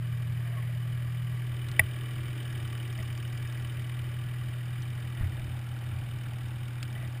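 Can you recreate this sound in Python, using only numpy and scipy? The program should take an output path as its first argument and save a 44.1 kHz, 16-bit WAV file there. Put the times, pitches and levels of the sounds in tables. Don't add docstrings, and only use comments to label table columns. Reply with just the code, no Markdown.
import sys
import numpy as np
from scipy import signal
from scipy.io import wavfile

SR = 44100
rng = np.random.default_rng(int(sys.argv[2]) if len(sys.argv) > 2 else 0)


def int16_out(signal):
    q = np.round(np.clip(np.atleast_2d(signal).T, -1, 1) * 32767)
    wavfile.write(sys.argv[1], SR, q.astype(np.int16))


N = 317520
TIME = np.arange(N) / SR

# time in seconds, speed in turns per minute.
SPEED_RPM = [(0, 1198.05), (.558, 1195.77), (1.34, 1215.87), (2.496, 1223.14), (2.608, 1194.79),
             (4.065, 1219.89), (5.631, 1220.98), (5.772, 1204.78), (7.064, 1220.64), (7.2, 1219.88)]
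START_TURNS = -.058
# time in seconds, place (-1 beside the machine, 0 over the hood, 1 over the seat).
POSTURE = [(0, -1), (1.3, -1), (1.8, 0), (4.8, 0), (5.3, 1), (7.2, 1)]
# time in seconds, gain in dB.
NEARNESS_DB = [(0, -.5), (1.3, .5), (1.75, 4), (2.55, 4.5), (3.6, 3), (4.1, 1.9), (5.3, 1.5), (5.65, 0.34),
               (7.2, 0)]

# level over the hood in dB, gain over the seat in dB
# (lost beside the machine), dB per dB of nearness.
BOOM_LEVEL = (-34, -1.85, -0.18)
OVERTONE_LEVEL = (-55.5, -10, -1.04)
CASING_LEVEL = (-61.5, 2.2, 2.07)
DRONE_LEVEL = (-60.5, .5, 1.6)
PANEL_LEVEL = (-51.5, -.1, 0.87)
PISTON_LEVEL = (-51, .1, 1.19)

# multiple of the crank rate, level in dB rms.
EXHAUST_ORDERS = [(2, -58), (4, -74), (10, -71.5), (12, -70.5)]
# centre in Hz, width per pass in Hz, level in dB rms.
RUMBLE = [(28, 34, -57), (62.4, 22, -54), (88.3, 15, -45.5), (129.7, 23, -47), (174.2, 11, -63.5),
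          (214.4, 65, -61.5)]
# multiple of the crank rate, relative level in dB.
DRONE = [(14, -28), (16, -5), (18, -14.5), (20, -17)]
# centre in Hz, width per pass in Hz, relative level in dB,
# crank angle of the blow in turns, share of the other cylinder, gain over the seat in dB.
CASING = [(208.3, 29, -9, .5, 0.56, 9), (287, 60, -8, .52, 0.58, 6), (328.4, 120, -4.5, .58, 1, -0.5),
          (395, 98, -8.5, 0.77, 1, -6.5), (543, 270, -17, 0.55, 0.56, 9.5)]
PANELS = [(599.5, 89, -15.5, .62, 1, -2), (794, 246, -16.5, .6, 0.97, 6.5),
          (1161, 128, -12, .9, 0.53, -1.5), (1433, 320, -12, .4, 0.29, 3), (1679, 180, -10, .41, 0.68, -1),
          (1933, 214, -9.5, .89, 1, -1.5), (2318, 320, -8.5, .9, 0.62, 0), (2710, 450, -14.5, 0.34, 1, 2),
          (4890, 780, -19, .36, 0.71, -1)]
PISTON = [(2988, 193, -9.5, .37, 0.52, -0.5), (3220, 240, -16.5, 0.3, 0.84, -0.5),
          (3638, 250, -16, .37, 0.48, 2)]

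# time in seconds, level in dB.
SCUFF_DB = [(0, -85), (1.6, -77), (2.3, -71), (2.43, -66.5), (3.5, -62.5), (3.95, -73), (4.6, -76),
            (5, -72), (7.2, -70.5)]
SCUFF_RISE_S, SCUFF_FALL_S = .0009, .0022
SCUFF_TURNS, SCUFF_DRAG = .885, .24

# centre in seconds, effective length in seconds, level in dB.
RUBS = [(0.538, 0.3, -55.5), (3.002, 0.058, -58), (5.221, 0.08, -52.5), (5.385, 0.071, -62),
        (5.993, 0.13, -61), (6.97, 0.054, -56), (7.035, .07, -53.5)]
# centre in Hz, width per pass in Hz, relative level in dB.
CLOTH = [(198, 190, -8), (640, 130, -3), (1180, 360, -5.5), (1934, 360, 1.5), (2200, 750, -6)]
# centre in seconds, effective length in seconds, mean pitch in Hz, peak in dB.
CREAKS = [(0.517, .08, 690, -54), (0.583, 0.025, 1103, -45), (2.997, 0.032, 645, -51.5),
          (2.998, 0.02, 202, -42), (5.39, 0.06, 640, -55)]
# time in seconds, strength in dB.
KNOCKS = [(.58, -43), (.626, -41), (1.7939, -6.5), (1.7965, -10), (2.9895, -34), (5.243, -37), (7.176, -41)]
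# frequency in Hz, relative level in dB, 60 dB decay in seconds.
SHELL = [(187, -26, 0.16), (629, -20, 0.071), (853, -22.5, 0.036), (1137, -32.5, 0.036), (1540, -30, 0.023),
         (1950, 0, .02), (2265, .5, .009), (2530, -9, .014), (2606, -11, 0.017), (3640, -20.5, 0.031),
         (4970, -25, 0.013)]
# time in seconds, strength in dB, signed share of low push.
BUMPS = [(1.798, -24, 2.5), (1.828, -28, 1.5), (2.993, -33.5, -1), (5.209, -29, 12), (5.233, -25.5, 1),
         (5.389, -42, 14), (5.43, -32, -1), (5.481, -30.5, -1), (5.921, -31, 0), (6.441, -33, 2.5)]
# time in seconds, strength in dB, band centre in Hz.
CLICKS = [(1.6861, -37.5, 2050), (1.715, -41, 3300), (3.648, -46, 1900), (3.896, -43, 1900),
          (3.991, -44, 1900), (4.821, -41.5, 4700), (6.8285, -33.5, 2300)]
CLICK_DECAY_S, CLICK_SPREAD = .0036, 1.83

HOLD_HZ, CUTOFF_HZ = 12000, 15250


def from_db(db):
    return 10 ** (np.asarray(db) / 20)


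def rms_one(x):
    return x / np.sqrt(np.mean(x ** 2) + 1e-20)


def white():
    return rng.standard_normal(N)


def in_time(rows):
    time_s, *columns = np.transpose(rows)
    return [np.interp(TIME, time_s, column) for column in columns]


def band(x, low_hz, high_hz):
    edges_hz = [low_hz, min(high_hz, .45 * SR)]
    return signal.sosfilt(signal.butter(2, edges_hz, "band", fs=SR, output="sos"), x)


def resonate(x, hz, width_hz):
    r = np.exp(-np.pi * width_hz / SR)
    section = [1 - r, 0, r - 1, 1, -2 * r * np.cos(2 * np.pi * hz / SR), r * r]
    return rms_one(signal.sosfilt([section, section], x + 1e-18))


def ring(x, hz, t60_s):
    r = np.exp(-np.log(1000) / (t60_s * SR))
    w = 2 * np.pi * hz / SR
    return signal.lfilter([0, np.sin(w)], [1, -2 * r * np.cos(w), r * r], x + 1e-18)


def impulses(times_s, gains):
    out = np.zeros(N)
    places = np.clip(np.round(np.asarray(times_s) * SR).astype(int), 0, N - 1)
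    np.add.at(out, places, gains)
    return out


def fade(x, seconds):
    return signal.lfilter([1], [1, -np.exp(-1 / (seconds * SR))], x + 1e-18)


def swell(centre_s, length_s):
    return np.exp(-np.pi * ((TIME - centre_s) / length_s) ** 2)


def heard_db(level):
    db, seat_db, follows = level
    return db + seat_db * in_time(POSTURE)[0] + follows * in_time(NEARNESS_DB)[0]


def blows(crank, angle_turns, spread_db, jitter_s):
    turns = np.arange(int(crank[-1])) + angle_turns % 1
    times_s = np.interp(turns, crank, TIME)
    chance = rng.standard_normal((len(times_s), 2))
    return impulses(times_s + jitter_s * chance[:, 0], from_db(spread_db * chance[:, 1]))


def harmonics(crank, lines):
    return sum(np.sqrt(2) * from_db(db) * np.cos(2 * np.pi * round(k) * crank) for k, db in lines)


def exhaust(crank):
    lines = [(6, heard_db(BOOM_LEVEL)), (8, heard_db(OVERTONE_LEVEL))] + EXHAUST_ORDERS
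    fired = np.diff(np.floor(2 * crank), prepend=0) > 0
    uneven = fired * np.clip(white(), -1.5, 1.5)
    rumble = sum(from_db(db) * resonate(uneven, hz, width_hz) for hz, width_hz, db in RUMBLE)
    return harmonics(crank, lines) + rumble


def clatter(crank, modes, decay_s, ping, churn, chug_db, spread_db, jitter_s):
    out, posture = 0, in_time(POSTURE)[0]
    firings = np.diff(rng.standard_normal(int(2 * crank[-1]) + 10))
    vigour = np.clip(rms_one(firings), -1.6, 1.6)
    chug = from_db(chug_db * vigour[(2 * crank + 1).astype(int)])
    for hz, width_hz, db, angle_turns, other_share, seat_db in modes:
        first = blows(crank, angle_turns, spread_db, jitter_s)
        second = blows(crank, angle_turns + .5, spread_db, jitter_s)
        hits = chug * (first + other_share * second)
        rattle = (churn + fade(hits, decay_s)) * white()
        out = out + from_db(db + seat_db * posture) * resonate(ping * hits + rattle, hz, width_hz)
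    return out


def casing(crank):
    rasp = clatter(crank, CASING, decay_s=.0062, ping=12.3, churn=.23,
                   chug_db=2.2, spread_db=1.6, jitter_s=.0002)
    drone = harmonics(crank - .66, DRONE)
    return from_db(heard_db(CASING_LEVEL)) * rasp + from_db(heard_db(DRONE_LEVEL)) * drone


def panels(crank):
    rattle = clatter(crank, PANELS, decay_s=.0079, ping=7.6, churn=.5,
                     chug_db=1.6, spread_db=1.5, jitter_s=.0007)
    return from_db(heard_db(PANEL_LEVEL)) * rattle


def piston_slap(crank):
    slap = clatter(crank, PISTON, decay_s=.0081, ping=13.2, churn=.21,
                   chug_db=.5, spread_db=.8, jitter_s=.0004)
    return from_db(heard_db(PISTON_LEVEL)) * slap


def clutch(crank):
    touches = blows(crank, SCUFF_TURNS, spread_db=1.5, jitter_s=.0002)
    scuff = SCUFF_DRAG + rms_one(fade(fade(touches, SCUFF_FALL_S), SCUFF_RISE_S))
    return from_db(in_time(SCUFF_DB)[0]) * rms_one(band(scuff * white(), 4700, 5650))


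def air():
    return from_db(-56.5) * rms_one(band(white(), 150, 2600))


def clothing():
    rubbing = sum(from_db(db) * swell(centre_s, length_s) for centre_s, length_s, db in RUBS)
    grains = white() * (rng.random(N) < 1500 / SR)
    rustle = rubbing * sum(from_db(db) * resonate(grains, hz, width_hz) for hz, width_hz, db in CLOTH)
    waver = 1 + .019 * resonate(white(), 60, 80)
    wavering_s = np.cumsum(waver) / SR
    creaks = sum(from_db(db) * swell(centre_s, length_s) * np.sin(2 * np.pi * hz * wavering_s)
                 for centre_s, length_s, hz, db in CREAKS)
    return rustle + creaks


def helmet():
    times_s, db = np.transpose(KNOCKS)
    knocks = impulses(times_s, from_db(db))
    shell = sum((-1) ** k * from_db(mode_db) * ring(knocks, hz, t60_s)
                for k, (hz, mode_db, t60_s) in enumerate(SHELL))
    crack = from_db(-23) * fade(knocks, .0024) * rms_one(band(white(), 550, 2400))
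    times_s, db, push = np.transpose(BUMPS)
    rocking = band(ring(impulses(times_s, from_db(db)), 89, t60_s=.39), 47, 350)
    sway = band(ring(impulses(times_s, from_db(db) * push), 31, t60_s=.023), 11, 190)
    return shell + crack + rocking + sway


def gear():
    noise, out = white(), 0
    for time_s, db, hz in CLICKS:
        burst = fade(impulses([time_s], from_db(db)), CLICK_DECAY_S)
        out = out + burst * rms_one(band(noise, hz / CLICK_SPREAD, hz * CLICK_SPREAD))
    return out


def scene():
    crank = START_TURNS + np.cumsum(in_time(SPEED_RPM)[0]) / 60 / SR
    engine = exhaust(crank) + casing(crank) + panels(crank) + piston_slap(crank) + clutch(crank)
    return (engine + air() + clothing() + helmet() + gear())[None]


def record(dry):
    slow = signal.resample_poly(dry, HOLD_HZ, SR, axis=-1)
    steps = np.repeat(slow, 4, axis=-1)
    held = signal.resample_poly(steps, SR, 4 * HOLD_HZ, axis=-1)
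    return signal.sosfilt(signal.ellip(14, .1, 80, CUTOFF_HZ, fs=SR, output="sos"), held)


dry = scene()
out = record(dry)
int16_out(out)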